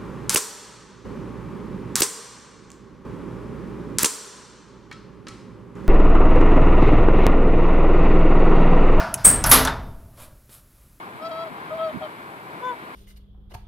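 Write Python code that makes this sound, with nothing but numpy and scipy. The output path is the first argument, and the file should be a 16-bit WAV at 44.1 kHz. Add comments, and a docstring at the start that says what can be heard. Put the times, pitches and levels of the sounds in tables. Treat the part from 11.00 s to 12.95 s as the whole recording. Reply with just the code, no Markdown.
"""Open muddy ground, with two swans honking in front of a recorder that has two microphone ports.
The calls are clean and nasal, stacks of partials on one gliding pitch: three from a higher bird, one from a lower.
A distant roar arrives from one side: coloured noise, partly shared by the two ports.
Wind puffs on the ports are bursts of low noise; the strongest adds ringing buffets, mostly at the right port.
The recorder adds smooth bright hiss, and the top of the sound is cut steeply."""
import sys
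import numpy as np
from scipy import signal
from scipy.fft import rfft, irfft, next_fast_len
from scipy.io import wavfile
from scipy.ndimage import uniform_filter1d

SR = 44100
rng = np.random.default_rng(int(sys.argv[2]) if len(sys.argv) > 2 else 0)


def output_pcm(signal):
    """Save a mono or channel-first signal as 16-bit PCM at the path in sys.argv[1].

    Samples are clipped to [-1, 1] before scaling.
    """
    pcm = np.clip(np.atleast_2d(signal).T, -1, 1) * 32767
    wavfile.write(sys.argv[1], SR, np.round(pcm).astype(np.int16))


N = 85995  # samples, 1.95 s


def from_db(db):
    """Decibels to gain."""
    return 10 ** (np.asarray(db) / 20)


def rms_one(x):
    """Scale to unit rms."""
    return x / np.sqrt(np.mean(x ** 2) + 1e-20)


def at_hz(points, hz, axis=1):
    """Read a column of a table along log frequency."""
    points = np.array(points)
    return np.interp(np.log(hz), np.log(points[:, 0]), points[:, axis])


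def drift(rate, size):
    """Slow random wander of about unit spread: noise through two equal poles at the rate in Hz."""
    step, settle = 8, 6000  # made at an eighth of the sample rate; the start-up is dropped
    count = size // step + 2
    pole = np.exp(-2 * np.pi * rate * step / SR)
    slow = signal.lfilter([1], [1, -2 * pole, pole * pole], rng.standard_normal(count + settle))
    return np.interp(np.arange(size) / step, np.arange(count), rms_one(slow)[settle:])


# Calls of the higher bird, one list per call. Each row: time in seconds, pitch in Hz, fundamental in dB,
# second partial in dB, upper partials in dB, extra loss in dB per multiple from the fifth to the ninth,
# flutter from 0 to 1, rasp in dB.
HIGHER_BIRD_CALLS = [
    [(.197, 601, -58, -60, -74, 4, .02, -72), (.212, 618.3, -43, -43, -70, 3, 0.1, -76),
     (.227, 638, -37, -39, -57, 0.5, 0.03, -72), (.241, 650, -35.5, -36.5, -63, 2.5, 0.08, -72),
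     (.253, 657.4, -34, -34.5, -54.5, -1, 0, -72), (.271, 660, -33, -33.5, -48.5, 0.5, 0, -72),
     (.284, 653, -36, -43, -62, 0, 0.05, -72), (.291, 662, -41, -43, -80, -6, 0.2, -72),
     (.298, 697, -33, -47, -79, -6, 0, -69), (.305, 672, -38.5, -47, -70, 2, 0.1, -74),
     (.316, 645.3, -31.5, -38.5, -51, 0.5, 0.04, -78), (.345, 645, -35.5, -39.5, -54.5, 2, 0.07, -81),
     (.381, 652, -34.5, -35.5, -57, 1.5, 0, -70), (.42, 663.2, -33, -35, -51, 1.5, 0, -72),
     (.437, 659, -34, -38.5, -54, 1, .03, -72), (.452, 650, -41.5, -51, -78, 1, .05, -74),
     (.461, 666, -39, -51, -71, 1, .05, -72), (.476, 621, -36.5, -45, -61, -1, 0.14, -66),
     (.499, 627, -44, -66, -76, 1, .05, -72)],
    [(.702, 610, -49, -54, -72, 4, .02, -70), (.709, 627, -37, -41, -58, 4, 0.1, -68),
     (.724, 628, -29.5, -38, -75, 4, 0, -75), (.742, 639, -29.5, -46, -61, 1, 0, -71),
     (.756, 660, -31, -55, -75, -4, 0.04, -75), (.774, 651, -36.5, -54, -68, 1, 0, -76),
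     (.798, 643.4, -28.5, -36.5, -56, 5, .03, -60), (.82, 649, -26, -30, -56.5, 5, 0, -55),
     (.848, 649, -26, -33, -52, 3.5, 0.04, -67), (.88, 635, -27, -37.5, -65, -2, 0, -73),
     (.898, 618, -32.5, -47, -51.5, 7, 0.1, -59), (.911, 613, -34, -60, -61, 5, 0.1, -64),
     (.921, 618, -62, -62, -73, 5, .02, -68)],
    [(1.009, 628, -34, -58, -72, 4, 0.2, -68), (1.015, 634, -34.5, -58, -68, 4, 0.8, -67),
     (1.024, 628, -31.5, -40.5, -54, 6, 0.6, -66), (1.04, 625, -31.5, -42.5, -51, 4, 0.25, -60),
     (1.056, 613, -34.5, -47, -53, 3, 0.15, -58), (1.066, 601, -39, -52, -57, 8, .1, -67),
     (1.076, 590, -58, -38, -59, 4, 0.3, -68)],
]
# The call of the lower bird. Each row: the same columns in the same units.
LOWER_BIRD_CALLS = [
    [(1.612, 490, -53, -54, -64, 0, .02, -72), (1.622, 496.7, -44, -41, -56, 0, .02, -72),
     (1.636, 496.7, -40, -33, -46, -1.5, .02, -70), (1.655, 505, -36.5, -30.5, -41.5, -1.5, .02, -72),
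     (1.672, 506, -39, -29, -39.5, 0.5, 0.018, -72), (1.695, 500.5, -37.5, -29, -38.5, 0.5, .02, -72),
     (1.712, 495, -39.5, -31, -41.5, 0.5, .02, -68), (1.722, 483.5, -41.5, -32, -45, 4, .02, -70),
     (1.736, 473, -46, -35, -54, 8, .02, -72), (1.753, 477, -60, -50, -72, 8, .02, -72)],
]
# Partials of the higher bird as they reach the two ports.
# Each row: multiple of the pitch, level in dB over its control, left minus right in dB, left lead in radians.
HIGHER_BIRD_PARTIALS = [(1, 0.5, 3, 0.12), (2, 0, 3, -.45), (3, -1, 5.5, -2), (4, -12.5, -20, -2),
                        (5, 1, 11, 0.4), (6, -1, 4, 1.3), (7, 0.5, -2, 2), (8, -9.5, 3, 1),
                        (9, -18, -1, 1.5), (10, -19, -2, 1.5), (11, -17, 8, 1.5)]
# Partials of the lower bird at the ports. Each row: the same columns in the same units.
LOWER_BIRD_PARTIALS = [(1, 0, 2.5, .1), (2, 1, 6, -0.66), (3, 2, 4.5, -1.1), (4, -12.5, 12.5, -1.1),
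                       (6, -17.5, 9, 0.09), (7, -9.5, -2.3, -0.32), (10, -31, 2, 0), (12, -37, 9, -0.039),
                       (14, -32, 6, 0.11)]
# A narrow resonance of the open beak. Each row: time in seconds, centre in Hz, lift in dB.
BEAK_RESONANCE = [(.2, 5000, 10), (.24, 5200, 16), (.256, 5250, 2.5), (.825, 4550, 0), (.848, 4550, 3),
                  (.87, 4500, 1), (1.635, 6050, 0), (1.665, 6100, 10), (1.685, 7050, 9), (1.715, 7000, -2)]
BEAK_WIDTH_HZ = 380  # from the centre to where the lift in dB has fallen to 1/e
FLUTTER_HZ, FLUTTER_GROWTH = 123.7, 0.61  # tone this far above each partial; exponent on the multiple
JITTER_SHARE, JITTER_HZ = .0012, 60  # random pitch wobble: spread as a share of the pitch, rate
SHIMMER_DB, SHIMMER_HZ = 1.5, 26  # random level wobble of each upper partial: spread, rate
RASP_LOW_HZ, RASP_HIGH_HZ, RASP_PAN_DB = 3330, 3900, -5  # throat air noise: band, left minus right
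HALF_MULTIPLE, HALF_DB = 5.5, -2  # line between two partials from uneven cycles; dB over the air noise


def swan(calls, partials):
    """Sum clean partials on one pitch; a second vibration adds side tones, throat air a rasp."""
    out = np.zeros((2, N))
    side = np.array([[.5], [-.5]])  # splits each left-right difference evenly
    throat = signal.butter(2, [RASP_LOW_HZ, RASP_HIGH_HZ], "band", fs=SR, output="sos")
    beak_times, *beak_columns = np.transpose(BEAK_RESONANCE)
    for rows in calls:
        times, *columns = np.transpose(rows)
        first, last = int(times[0] * SR), int(times[-1] * SR)
        t = np.arange(first, last) / SR
        hz, low_db, second_db, upper_db, dull_db, flutter, rasp_db = [np.interp(t, times, c) for c in columns]
        flutter = np.clip(flutter, 0, 1)
        flutter_phase = 2 * np.pi * FLUTTER_HZ * (t - t[0])
        wobbling_hz = hz * (1 + JITTER_SHARE * drift(JITTER_HZ, len(t)))
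        phase = 2 * np.pi * np.cumsum(wobbling_hz) / SR
        beak_hz, beak_db = [np.interp(t, beak_times, c) for c in beak_columns]
        edge = signal.windows.tukey(len(t), .06)

        for multiple, level_db, pan_db, lead in partials:
            loss_db = dull_db * np.clip(multiple - 5, 0, 4)
            shimmer_db = SHIMMER_DB * drift(SHIMMER_HZ, len(t))
            lift_db = beak_db * np.exp(-((multiple * hz - beak_hz) / BEAK_WIDTH_HZ) ** 2)
            if multiple == 1:
                control_db = low_db
            elif multiple == 2:
                control_db = second_db
            else:
                control_db = upper_db - loss_db + shimmer_db + lift_db
            gain = np.sqrt(2) * from_db(control_db + level_db + side * pan_db) * edge
            turn = multiple * phase + rng.uniform(0, 2 * np.pi) + side * lead
            above = flutter * multiple ** FLUTTER_GROWTH
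            pair = np.sin(turn) + above * np.sin(turn + flutter_phase)
            out[:, first:last] += gain * pair / np.sqrt(1 + above ** 2)  # flutter leaves the power alone

        air = rms_one(signal.sosfilt(throat, rng.standard_normal(len(t))))
        half_line = np.sqrt(2) * from_db(HALF_DB) * np.sin(HALF_MULTIPLE * phase)
        out[:, first:last] += (air + half_line) * edge * from_db(rasp_db + side * RASP_PAN_DB)
    return out


# Colour of the distant roar. Each row: frequency in Hz, relative density in dB per Hz.
ROAR_COLOUR = [(15, -58), (25, -41), (92, -11), (113, -10.5), (172, -3), (208, -7.5), (339, -4), (380, -6),
               (417, -5.5), (565, -11.5), (635, -6), (859, -5.5), (1030, -1.5), (1140, -5), (1610, -7),
               (1850, -11.5), (2340, -13), (2680, -19.5), (3720, -23.5), (4590, -29), (6500, -42),
               (8450, -59), (14300, -120)]
# Lean of the roar between the ports. 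Each row: frequency in Hz, left minus right in dB.
ROAR_LEAN = [(60, 0), (200, 0.7), (400, 1.4), (700, 3.5), (1300, 2.5), (2400, 1), (4400, 3), (6000, 0)]
# What both ports hear alike. Each row: frequency in Hz, share of the power from 0 to 1, left lead in radians.
ROAR_SHARED = [(60, 0.93, 0.4), (129, 1, -0.8), (295, 0.9, 0), (530, 0.77, -0.1), (736, 0.86, -1.33),
               (1120, 0.92, -1.72), (1430, 0.83, -3), (1940, 0.61, -3.5), (2295, 0.46, -6), (2940, 0.3, -6),
               (4000, 0.26, -5.5), (6000, 0, -1.5)]
ROAR_DB = -37.5  # rms over both ports
ROAR_SWELL_DB, ROAR_SWELL_HZ = .8, 5.7  # level wander of the whole roar: spread, rate
ROAR_PATCH_DB, ROAR_PATCH_HZ = .5, 0.9  # level wander of each octave: spread, rate


def roar():
    """Coloured noise: a shared part with a phase offset at the left port, and a part of each port's own."""
    size = next_fast_len(N)
    hz = np.maximum(np.arange(size // 2 + 1) * SR / size, 1)
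    shared, left, right = rfft(rng.standard_normal((3, size)))
    alike = np.clip(at_hz(ROAR_SHARED, hz), 0, 1)
    left_turn = np.exp(1j * at_hz(ROAR_SHARED, hz, axis=2))
    common = np.sqrt(alike) * shared * np.array([left_turn, np.ones(len(hz))])
    own = np.sqrt(1 - alike) * np.array([left, right])
    pan = from_db(at_hz(ROAR_LEAN, hz) / 2)
    pair = from_db(at_hz(ROAR_COLOUR, hz)) * (common + own) * [pan, 1 / pan]

    out = np.zeros((2, N))
    swell_db = ROAR_SWELL_DB * drift(ROAR_SWELL_HZ, N)
    octave = np.clip(np.log2(hz / 30), 0, 9)
    for k in range(10):
        share = np.clip(1 - np.abs(octave - k), 0, 1)  # overlapping bands that add up to one
        band = irfft(pair * share, size)[:, :N]
        out += band * from_db(swell_db + ROAR_PATCH_DB * drift(ROAR_PATCH_HZ, N))
    return from_db(ROAR_DB) * rms_one(out)


# Light puffs of wind on the ports. Each row: centre in seconds, length in seconds between the 1/e points,
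# level in dB at the stronger port, left minus right in dB.
WIND_PUFFS = [(0.161, 0.037, -42.5, -27), (0.293, 0.061, -47, -16), (0.519, 0.03, -37.5, 7),
              (.96, .05, -42, -18), (1.25, 0.029, -49, -18), (1.372, 0.014, -43, -19)]
PUFF_LOW_HZ, PUFF_HIGH_HZ = 110, 300
PUFF_LUMP_DB, PUFF_LUMP_HZ = 1.5, 61.0  # random level wobble: spread, rate


def wind():
    """Short lumpy puffs of low noise, unrelated at the two ports."""
    band = signal.butter(3, [PUFF_LOW_HZ, PUFF_HIGH_HZ], "band", fs=SR, output="sos")
    noise = rms_one(signal.sosfilt(band, rng.standard_normal((2, N))))
    local_power = uniform_filter1d(noise ** 2, size=900)
    steady_noise = noise / np.sqrt(local_power + .05)  # evens out chance swells
    t = np.arange(N) / SR
    gust = np.zeros((2, N))
    for centre, length, level_db, pan_db in WIND_PUFFS:
        bell = np.exp(-np.abs(2 * (t - centre) / length) ** 3)
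        weaker_port_db = np.minimum([[pan_db], [-pan_db]], 0)
        gust += bell * from_db(level_db + weaker_port_db)
    return steady_noise * gust * from_db(PUFF_LUMP_DB * drift(PUFF_LUMP_HZ, N))


# The strongest puff breaks into separate buffets on the right port.
# Each row: start in seconds, level in dB of the push before its filters, ring in Hz.
PORT_BUFFETS = [(.932, -28, 240), (.9435, -20, 230), (.9565, -17.5, 260), (.9695, -19, 185)]
BUFFET_T60_S, BUFFET_LEFT_DB = .045, -20  # ring decay by 60 dB; left port relative to the right


def buffets():
    """Each buffet is a soft push that rings the port for a few cycles."""
    out = np.zeros(N)
    decay = from_db(-60 / (BUFFET_T60_S * SR))  # per sample
    for start, level_db, hz in PORT_BUFFETS:
        push = np.zeros(N) + 1e-18  # tiny floor keeps the filters' arithmetic fast
        push[int(start * SR)] = from_db(level_db)
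        softener = signal.butter(1, [hz / 2, 2 * hz], "band", fs=SR, output="sos")
        soft_push = signal.sosfilt(softener, push)
        w = 2 * np.pi * hz / SR
        out += signal.lfilter([0, np.sin(w)], [1, -2 * decay * np.cos(w), decay * decay], soft_push)
    return out * from_db([[BUFFET_LEFT_DB], [0]])


# Colour of the recorder's hiss. Each row: frequency in Hz, relative density in dB per Hz.
HISS_COLOUR = [(5000, -34), (6500, -5.5), (8000, 0), (11000, 1), (13500, 1.5), (14500, -3.5)]
HISS_DB = -58.5  # rms before the top is cut


def hiss():
    """Smooth bright noise of the recorder, its own in each channel."""
    size = next_fast_len(N)
    hz = np.maximum(np.arange(size // 2 + 1) * SR / size, 1)
    spectrum = rfft(rng.standard_normal((2, size))) * from_db(at_hz(HISS_COLOUR, hz))
    noise = irfft(spectrum, size)[:, :N]
    return from_db(HISS_DB) * rms_one(noise)


def scene():
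    """Both birds in front of the roar, the wind on the ports and the hiss."""
    birds = swan(HIGHER_BIRD_CALLS, HIGHER_BIRD_PARTIALS) + swan(LOWER_BIRD_CALLS, LOWER_BIRD_PARTIALS)
    return birds + roar() + wind() + buffets() + hiss()


CUTOFF_HZ = 14620


def record(dry):
    """Cut the top steeply with an elliptic low-pass: 0.2 dB ripple, 90 dB rejection."""
    return signal.sosfilt(signal.ellip(14, .2, 90, CUTOFF_HZ, fs=SR, output="sos"), dry)


dry = scene()
out = record(dry)
output_pcm(out)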